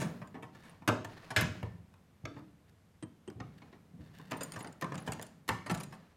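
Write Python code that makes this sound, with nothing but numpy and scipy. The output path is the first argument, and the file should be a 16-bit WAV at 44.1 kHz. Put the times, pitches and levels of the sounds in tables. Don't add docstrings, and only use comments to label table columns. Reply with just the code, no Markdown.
import sys
import numpy as np
from scipy import signal
from scipy.fft import rfft, irfft
from scipy.io import wavfile

SR = 44100
rng = np.random.default_rng(int(sys.argv[2]) if len(sys.argv) > 2 else 0)


def store_pcm(level_fs):
    pcm = np.round(np.clip(level_fs, -1, 1) * 32767).astype(np.int16)
    wavfile.write(sys.argv[1], SR, np.atleast_2d(pcm).T)


N = 271656
RING_SAMPLES, TOUCH_SAMPLES = 32768, 6144
PACK_10MS = np.sqrt(SR / 100)

# freq_hz, level_db
ROOM_SPECTRUM = [(25, -19), (96, 6), (178, -6), (378, -12), (804, -16), (2230, -22.5), (4620, -29.5),
                 (11500, -34), (14300, -36), (15500, -52)]
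RUMBLE_SPECTRUM = [(25, -30), (60, -22), (105, -7), (170, 9.5), (300, -11.5), (500, -13), (4000, -43.5)]
RUB_SPECTRUM = [(200, 16.5), (900, 15), (2000, 9.5), (3200, 4.5), (4600, 2.5), (6000, -4), (9000, -10.5),
                (15000, -16.5)]
# time_s, level_db
RUMBLE_LEVELS = [(0.0, -34.5), (0.39, -62.5), (1.34, -62.5), (1.53, -53), (1.92, -63.5), (3.05, -72.5),
                 (3.52, -61), (4.01, -61.5), (4.56, -53), (4.8, -59.5), (5.08, -45), (5.27, -61),
                 (5.52, -67), (5.68, -68), (6.02, -62.5), (6.16, -74)]
# start_s, length_s, level_db
RUB_STROKES = [(0.0, 0.18, -63), (0.521, 0.23, -64.5), (1.077, 0.35, -57.5), (1.506, 0.063, -55),
               (2.326, 0.032, -65), (3.4, 0.34, -70.5), (3.988, 0.37, -67.5), (4.29, 0.39, -62.5),
               (4.86, 0.35, -61.5), (5.7, 0.33, -65.5)]
SCRAPE_STROKES = [(.53, 0.2, -68), (2.37, 0.026, -65), (2.675, 0.022, -68.5), (3.571, 0.016, -61.5),
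                  (3.71, 0.062, -79), (4.0, 0.094, -71), (4.13, 0.55, -64.5)]

# low_hz, high_hz, near_t60_s, linger_db, linger_t60_s
REGISTERS = [(89.8, 354, 0.13, -1.5, 0.71), (410, 1270, 0.16, -0.5, 0.34), (1398, 2870, 0.045, -8, 0.48),
             (2970, 7120, 0.012, -8, 0.45), (7190, 16700, 0.0021, -13.5, 0.355)]
# thud_db, knock_db, clack_db, click_db, tick_db
BUMP_COLOUR_DB = (3, -1, -12, -21.5, -44)
KEY_COLOUR_DB = (-4, -1, -3.5, -4.5, -2.5)
BARREL_COLOUR_DB = (7, 4, -0.5, -8.5, -27)
LOCK_COLOUR_DB = (-1.5, -16.5, -22, -23, -24.5)
LEVER_COLOUR_DB = (1, 3, -0.5, -7.5, -12)
HOOK_COLOUR_DB = (-7, -3.5, 2.5, -4.5, -14)
LID_COLOUR_DB = (5.5, 6, -1, -7.5, -13)

# freq_hz, height_db, t60_s
PANEL_MODES = [(109, 10, .28), (165, 7, .3), (262, 2, .3), (294, 3, .25), (416, 4, .45), (620, 13, .48),
               (642, 16, .45), (694, 7, .2), (760, 10, .5), (900, 10, .35), (1082, 7, .35), (1149, 7, .3),
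               (1351, 13, .5), (1405, 10, .45), (1486, 8, .35), (1520, 8, .3), (1563, 12, .25),
               (1682, 6, .18), (1765, 8, .25), (2079, 9, .27), (2114, 13, .25), (2515, 11, .42),
               (3040, 14, .35), (3680, 11, .37)]
RUB_MODES = [(1770, -0.5, 0.016), (4200, -3, 0.03), (9400, 5.5, 0.066)]
SCRAPE_MODES = [(1780, 13.5, 0.0091), (2770, 5.5, 0.0067), (3550, 5.5, 0.017), (4360, 8, 0.059),
                (4630, -2, 0.06), (8200, -17, 0.031)]
WALL_MODES = [(46.8, 33.7, 0.12), (104, 6.9, 0.029), (157, 2.9, 0.017)]
KEY_MODES = [(4860, 11, .04), (6900, 15, .03), (6990, 19, .085), (7430, 10, .05), (8820, 18, .055),
             (8930, 19, .045), (9500, 11, .06), (13920, 14, .09), (14570, 11, .06), (14750, 12, .05)]
BARREL_MODES = [(295, 8.3, 0.052), (2190, 5.8, 0.0094), (3620, 4, 0.01), (4180, 7.2, 0.03)]
LOCK_MODES = [(294, 2, 0.035), (1900, 16, 0.022), (3150, 25, 0.02), (8450, 27, 0.29), (8550, 43, 0.027)]
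LEVER_MODES = [(144, 5, 0.04), (970, -4, 0.011), (1790, 6.5, 0.017), (2243, -0.5, 0.039), (4160, -8, 0.046),
               (4940, 3, 0.039), (8750, 0.5, 0.09)]
HOOK_MODES = [(1600, 3, 0.0081), (2260, 2.5, 0.018), (5130, 5, 0.019)]
LID_MODES = [(124, 5.3, 0.025), (620, 2, 0.21), (1370, 3, 0.041)]

# start_s, level_db, clatter_t60_s
SHELL_BUMPS = [(0.004, -40, 0.033), (0.221, -53, 0.14), (1.367, -32.5, 0.12), (1.412, -27.5, 0.11),
               (1.485, -39, 0.04), (1.63, -33.5, 0.046), (2.236, -41, 0.049), (3.353, -40, 0.75),
               (3.404, -43, 0.011), (3.935, -47.5, 0.065), (3.99, -44, 0.15), (4.922, -53, 0.03),
               (5.086, -36, 0.015), (5.491, -34.5, 0.002), (5.713, -28.5, 0.014)]
# start_s, level_db, pitch_hz
WIRE_TAPS = [(0.695, -65, 9470), (1.409, -45, 9760), (1.63, -73, 11400), (4.371, -61, 14600),
             (4.627, -53, 10660), (5.002, -61, 10230), (5.022, -61, 10500), (5.711, -58, 14500),
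             (5.72, -53, 9370)]
# start_s, level_db
KEY_TURNS = [(3.025, -35.5), (3.276, -38)]
# start_s, level_db, clatter_t60_s, hardness_db_per_register
KEY_HITS = [(0.015, -38, 0.053, -4), (0.273, -60.5, 0.01, -2), (4.368, -64, 0.036, 6),
            (4.408, -39.5, 0.071, -2.5), (4.432, -55, 0.025, 9), (4.52, -49, 0.014, 3),
            (4.537, -50, 0.036, -2), (4.59, -58, 0.067, 3.5), (4.605, -46.5, 0.021, -3.5),
            (4.672, -51.5, 0.013, -1), (4.725, -64.5, 0.017, 3.5), (4.942, -46, 0.057, -5),
            (4.955, -46.5, 0.0041, -2.5), (4.977, -46, 0.061, -1), (5.12, -39, 0.02, 0),
            (5.132, -51.5, 0.019, 3), (5.214, -53, 0.0091, 1), (5.223, -47, 0.023, 2.5),
            (5.265, -62.5, 0.027, 4), (5.743, -40.5, 0.04, -0.5), (5.773, -47.5, 0.077, -0.5),
            (5.8, -46, 0.061, 0), (5.808, -49, 0.0071, -1), (5.833, -49, 0.032, 2.5), (5.94, -60, 0.1, -1)]
BARREL_HITS = [(2.253, -43.5, 0.017, 2.5), (2.365, -59.5, 0.12, -5.5), (3.401, -49, 0.021, 0),
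               (3.619, -59, 0.027, 0.5), (3.727, -60.5, 0.045, 0)]
LEVER_HITS = [(0.002, -39.5, 0.27, 2.5), (0.216, -51.5, 0.062, -4.5), (0.343, -52, 0.15, -5.5),
              (0.425, -49, 0.089, -2), (0.548, -60, 0.06, -1.5), (0.637, -55.5, 0.51, 0),
              (0.82, -61, 0.048, -6), (1.046, -44.5, 0.023, 0), (1.3045, -40.5, 0.061, 0),
              (1.41, -37, 0.038, 4.5), (1.628, -47.5, 0.019, -4), (1.939, -66, 0.016, 0),
              (3.3, -59, 0.011, 1.5), (4.185, -64.5, 0.012, 5), (4.196, -62, 0.017, -6.5),
              (4.31, -50, 0.02, 4), (4.316, -40, 0.026, -1), (4.329, -46, 0.048, -3.5),
              (4.56, -44.5, 0.066, -1), (4.645, -48, 0.02, -2), (4.812, -51, 0.011, 5),
              (4.8205, -38, 0.037, -2.5), (4.843, -47, 0.02, 0), (4.92, -46.5, 0.03, -4),
              (5.064, -53, 0.059, 3.5), (5.075, -40, 0.039, -1.3), (5.195, -49, 0.0056, -2.5),
              (5.479, -42, 0.074, 3), (5.4895, -30, 0.014, 0.4), (5.662, -43.5, 0.09, 0),
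              (5.697, -36.5, 0.082, -1), (5.709, -41, 0.041, 2), (5.924, -51.5, 0.066, -1)]
HOOK_HITS = [(1.3625, -26, 0.055, 0), (1.371, -32.5, 0.16, 0.002)]
LID_HITS = [(0.8765, -30.5, 0.057, 1), (0.886, -33.5, 0.024, -1.5)]


def from_db(db):
    return 10 ** (np.asarray(db) / 20)


def unit_energy(x):
    return x / np.sqrt(np.sum(x ** 2) + 1e-30)


def decay(t60_s, samples=RING_SAMPLES):
    return np.exp(-np.log(1000) * np.arange(samples) / SR / max(t60_s, .002))


def coloured(x, spectrum):
    freq_hz, level_db = np.transpose(spectrum)
    bins_hz = np.maximum(np.fft.rfftfreq(N, 1 / SR), 1)
    gain = from_db(np.interp(np.log(bins_hz), np.log(freq_hz), level_db))
    return unit_energy(irfft(rfft(x) * gain, N)) * np.sqrt(N)


def passband(edges_hz, kind, order):
    sos = signal.butter(order, edges_hz, kind, fs=SR, output="sos")
    return rfft(signal.sosfilt(sos, signal.unit_impulse(RING_SAMPLES)))


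def resonances(modes):
    t = np.arange(RING_SAMPLES) / SR
    return rfft(sum(2 * from_db(height_db) * np.cos(2 * np.pi * hz * t) * decay(t60_s) / decay(t60_s).sum()
                    for hz, height_db, t60_s in modes))


def stroke_envelope(strokes, attack_s, release_t60_s):
    t = np.arange(N) / SR
    envelope = np.zeros(N)
    for start_s, length_s, level_db in strokes:
        attack = np.clip((t - start_s) / attack_s, 0, 1)
        release = np.exp(-np.log(1000) * np.maximum(t - start_s - length_s, 0) / release_t60_s)
        envelope = np.maximum(envelope, from_db(level_db) * attack * release)
    return envelope


def clatter(t60_s, bounces_per_s=1500, spread_db=0.5, first_touch=0.31, seating_s=0.0092):
    sizes = from_db(spread_db * rng.standard_normal(TOUCH_SAMPLES)) * rng.choice([-1, 1], TOUCH_SAMPLES)
    bounces = rng.random(TOUCH_SAMPLES) < bounces_per_s / SR
    seating = 1 - decay(min(seating_s, t60_s / 2), TOUCH_SAMPLES)
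    force = unit_energy(sizes * bounces * seating * decay(t60_s, TOUCH_SAMPLES))
    force[0] += first_touch
    return rfft(force, RING_SAMPLES)


def case_response(dull_hz=1500, top_hz=13000, build_up_s=0.042):
    softness = passband(dull_hz, "low", order=1) * passband(top_hz, "low", order=2)
    registers = []
    for low_hz, high_hz, near_t60_s, linger_db, linger_t60_s in REGISTERS:
        band = softness * passband([low_hz, high_hz], "band", order=4)
        linger_decay = decay(linger_t60_s) * (1 - decay(build_up_s))
        registers.append((band, decay(near_t60_s, TOUCH_SAMPLES), linger_decay, from_db(linger_db)))
    return resonances(PANEL_MODES), registers


def contacts(hits, colour_db, part_modes, case, linger_db, panels_db=-5.0, direct=0.84,
             shake_db_per_db=0.042, firm_db=-36):
    out = np.zeros(N + 2 * RING_SAMPLES)
    part = 1 + resonances(part_modes)
    panels, registers = case
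    steps_from_middle = np.arange(len(registers)) - len(registers) // 2
    for start_s, level_db, clatter_t60_s, hardness_db in hits:
        bands_db = level_db + np.array(colour_db) + hardness_db * steps_from_middle
        force = clatter(clatter_t60_s) * part
        shake = from_db(linger_db + shake_db_per_db * (max(bands_db) - firm_db))
        start = round(start_s * SR)
        reflections = rng.standard_normal(RING_SAMPLES)
        for band_db, (band, near_decay, linger_decay, linger_gain) in zip(bands_db, registers):
            near = unit_energy(rng.standard_normal(TOUCH_SAMPLES) * near_decay)
            near[0] += direct
            lingering = rfft(unit_energy(reflections * linger_decay)) + from_db(panels_db) * panels
            body = rfft(unit_energy(near), RING_SAMPLES) + shake * linger_gain * lingering
            out[start:start + RING_SAMPLES] += from_db(band_db) * unit_energy(irfft(force * band * body))
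    return out[:N] * PACK_10MS


def room_tone(level_db=-65.5):
    return from_db(level_db) * coloured(rng.standard_normal(N), ROOM_SPECTRUM)


def shell_rumble():
    level_db = np.interp(np.arange(N) / SR, *np.transpose(RUMBLE_LEVELS))
    return from_db(level_db) * coloured(rng.standard_normal(N), RUMBLE_SPECTRUM)


def finger_rub(catches_per_s=900, smooth_gain=0.8, grips_per_s=45, uneven_db=2.5, resting_db=-89.5):
    catches = (rng.random(N) < catches_per_s / SR) * rng.choice([-1, 1], N)
    friction = unit_energy(catches) + smooth_gain * unit_energy(rng.standard_normal(N))
    grip_db = uneven_db * np.interp(np.arange(N) / SR * grips_per_s, np.arange(N), rng.standard_normal(N))
    rub = signal.fftconvolve(friction * from_db(grip_db), irfft(1 + resonances(RUB_MODES)))[:N]
    effort = stroke_envelope(RUB_STROKES, attack_s=0.019, release_t60_s=0.63)
    return np.maximum(effort, from_db(resting_db)) * coloured(rub, RUB_SPECTRUM)


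def steel_scrapes(slips_per_s=1300, spread_db=5.5):
    slips = rng.random(N) < slips_per_s / SR
    sizes = from_db(spread_db * rng.standard_normal(N)) * rng.choice([-1, 1], N)
    rasp = signal.fftconvolve(slips * sizes, irfft(resonances(SCRAPE_MODES)))[:N]
    effort = stroke_envelope(SCRAPE_STROKES, attack_s=0.012, release_t60_s=0.023)
    return effort * unit_energy(rasp) * np.sqrt(N)


def shell_thuds(case, cutoff_hz=240):
    hits = [(*bump, 0) for bump in SHELL_BUMPS]
    thuds = contacts(hits, BUMP_COLOUR_DB, WALL_MODES, case, linger_db=-5.0)
    return signal.sosfilt(signal.butter(2, cutoff_hz, fs=SR, output="sos"), thuds)


def wire_ring(clatter_t60_s=0.0047, ring_t60_s=0.031):
    out = np.zeros(N + RING_SAMPLES)
    for start_s, level_db, pitch_hz in WIRE_TAPS:
        tink = irfft(clatter(clatter_t60_s) * resonances([(pitch_hz, 0, ring_t60_s)]))
        start = round(start_s * SR)
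        out[start:start + RING_SAMPLES] += from_db(level_db) * unit_energy(tink)
    return out[:N] * PACK_10MS


def keys(case, pinched_from_s=4.7, damping=5.5, free_db=-2.0, pinched_db=-3.5, spread_db=1.5):
    out = np.zeros(N)
    for hit in KEY_HITS:
        gain_db, loss = (free_db, 1) if hit[0] < pinched_from_s else (pinched_db, damping)
        touch_db = spread_db * rng.standard_normal(len(KEY_MODES))
        modes = [(hz, height_db - offset_db - 20 * np.log10(loss), t60_s / loss)
                 for (hz, height_db, t60_s), offset_db in zip(KEY_MODES, touch_db)]
        out += from_db(gain_db) * contacts([hit], KEY_COLOUR_DB, modes, case, linger_db=-4.0, direct=0.64)
    return out


def lock(case, drop_delay_s=0.007, drop_db=-2, clatter_t60_s=0.013, clicks_db=-1.5):
    hits = [(start_s + delay_s, level_db + offset_db, clatter_t60_s, 0)
            for start_s, level_db in KEY_TURNS
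            for delay_s, offset_db in ((0, 0), (drop_delay_s, drop_db))]
    clicks = contacts(hits, LOCK_COLOUR_DB, LOCK_MODES, case, linger_db=-8.5)
    knocks = contacts(BARREL_HITS, BARREL_COLOUR_DB, BARREL_MODES, case, linger_db=-2.5, panels_db=-11)
    return from_db(clicks_db) * clicks + knocks


def latch(case, lever_db=-1.0):
    snap = contacts(HOOK_HITS, HOOK_COLOUR_DB, HOOK_MODES, case, linger_db=3.0, panels_db=3.0, direct=0.98)
    knocks = contacts(LEVER_HITS, LEVER_COLOUR_DB, LEVER_MODES, case, linger_db=-2.0)
    return snap + from_db(lever_db) * knocks


def lid(case):
    return contacts(LID_HITS, LID_COLOUR_DB, LID_MODES, case, linger_db=-0.5, panels_db=-0.5, direct=1.0)


def scene():
    case = case_response()
    room = room_tone()
    impacts = lid(case) + latch(case) + shell_thuds(case) + lock(case) + keys(case) + wire_ring()
    handling = finger_rub() + shell_rumble() + steel_scrapes()
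    return (room + handling + impacts)[None]


def record(dry, cutoff_hz=16000):
    return signal.sosfilt(signal.ellip(10, .1, 80, cutoff_hz, fs=SR, output="sos"), dry)


dry = scene()
out = record(dry)
store_pcm(out)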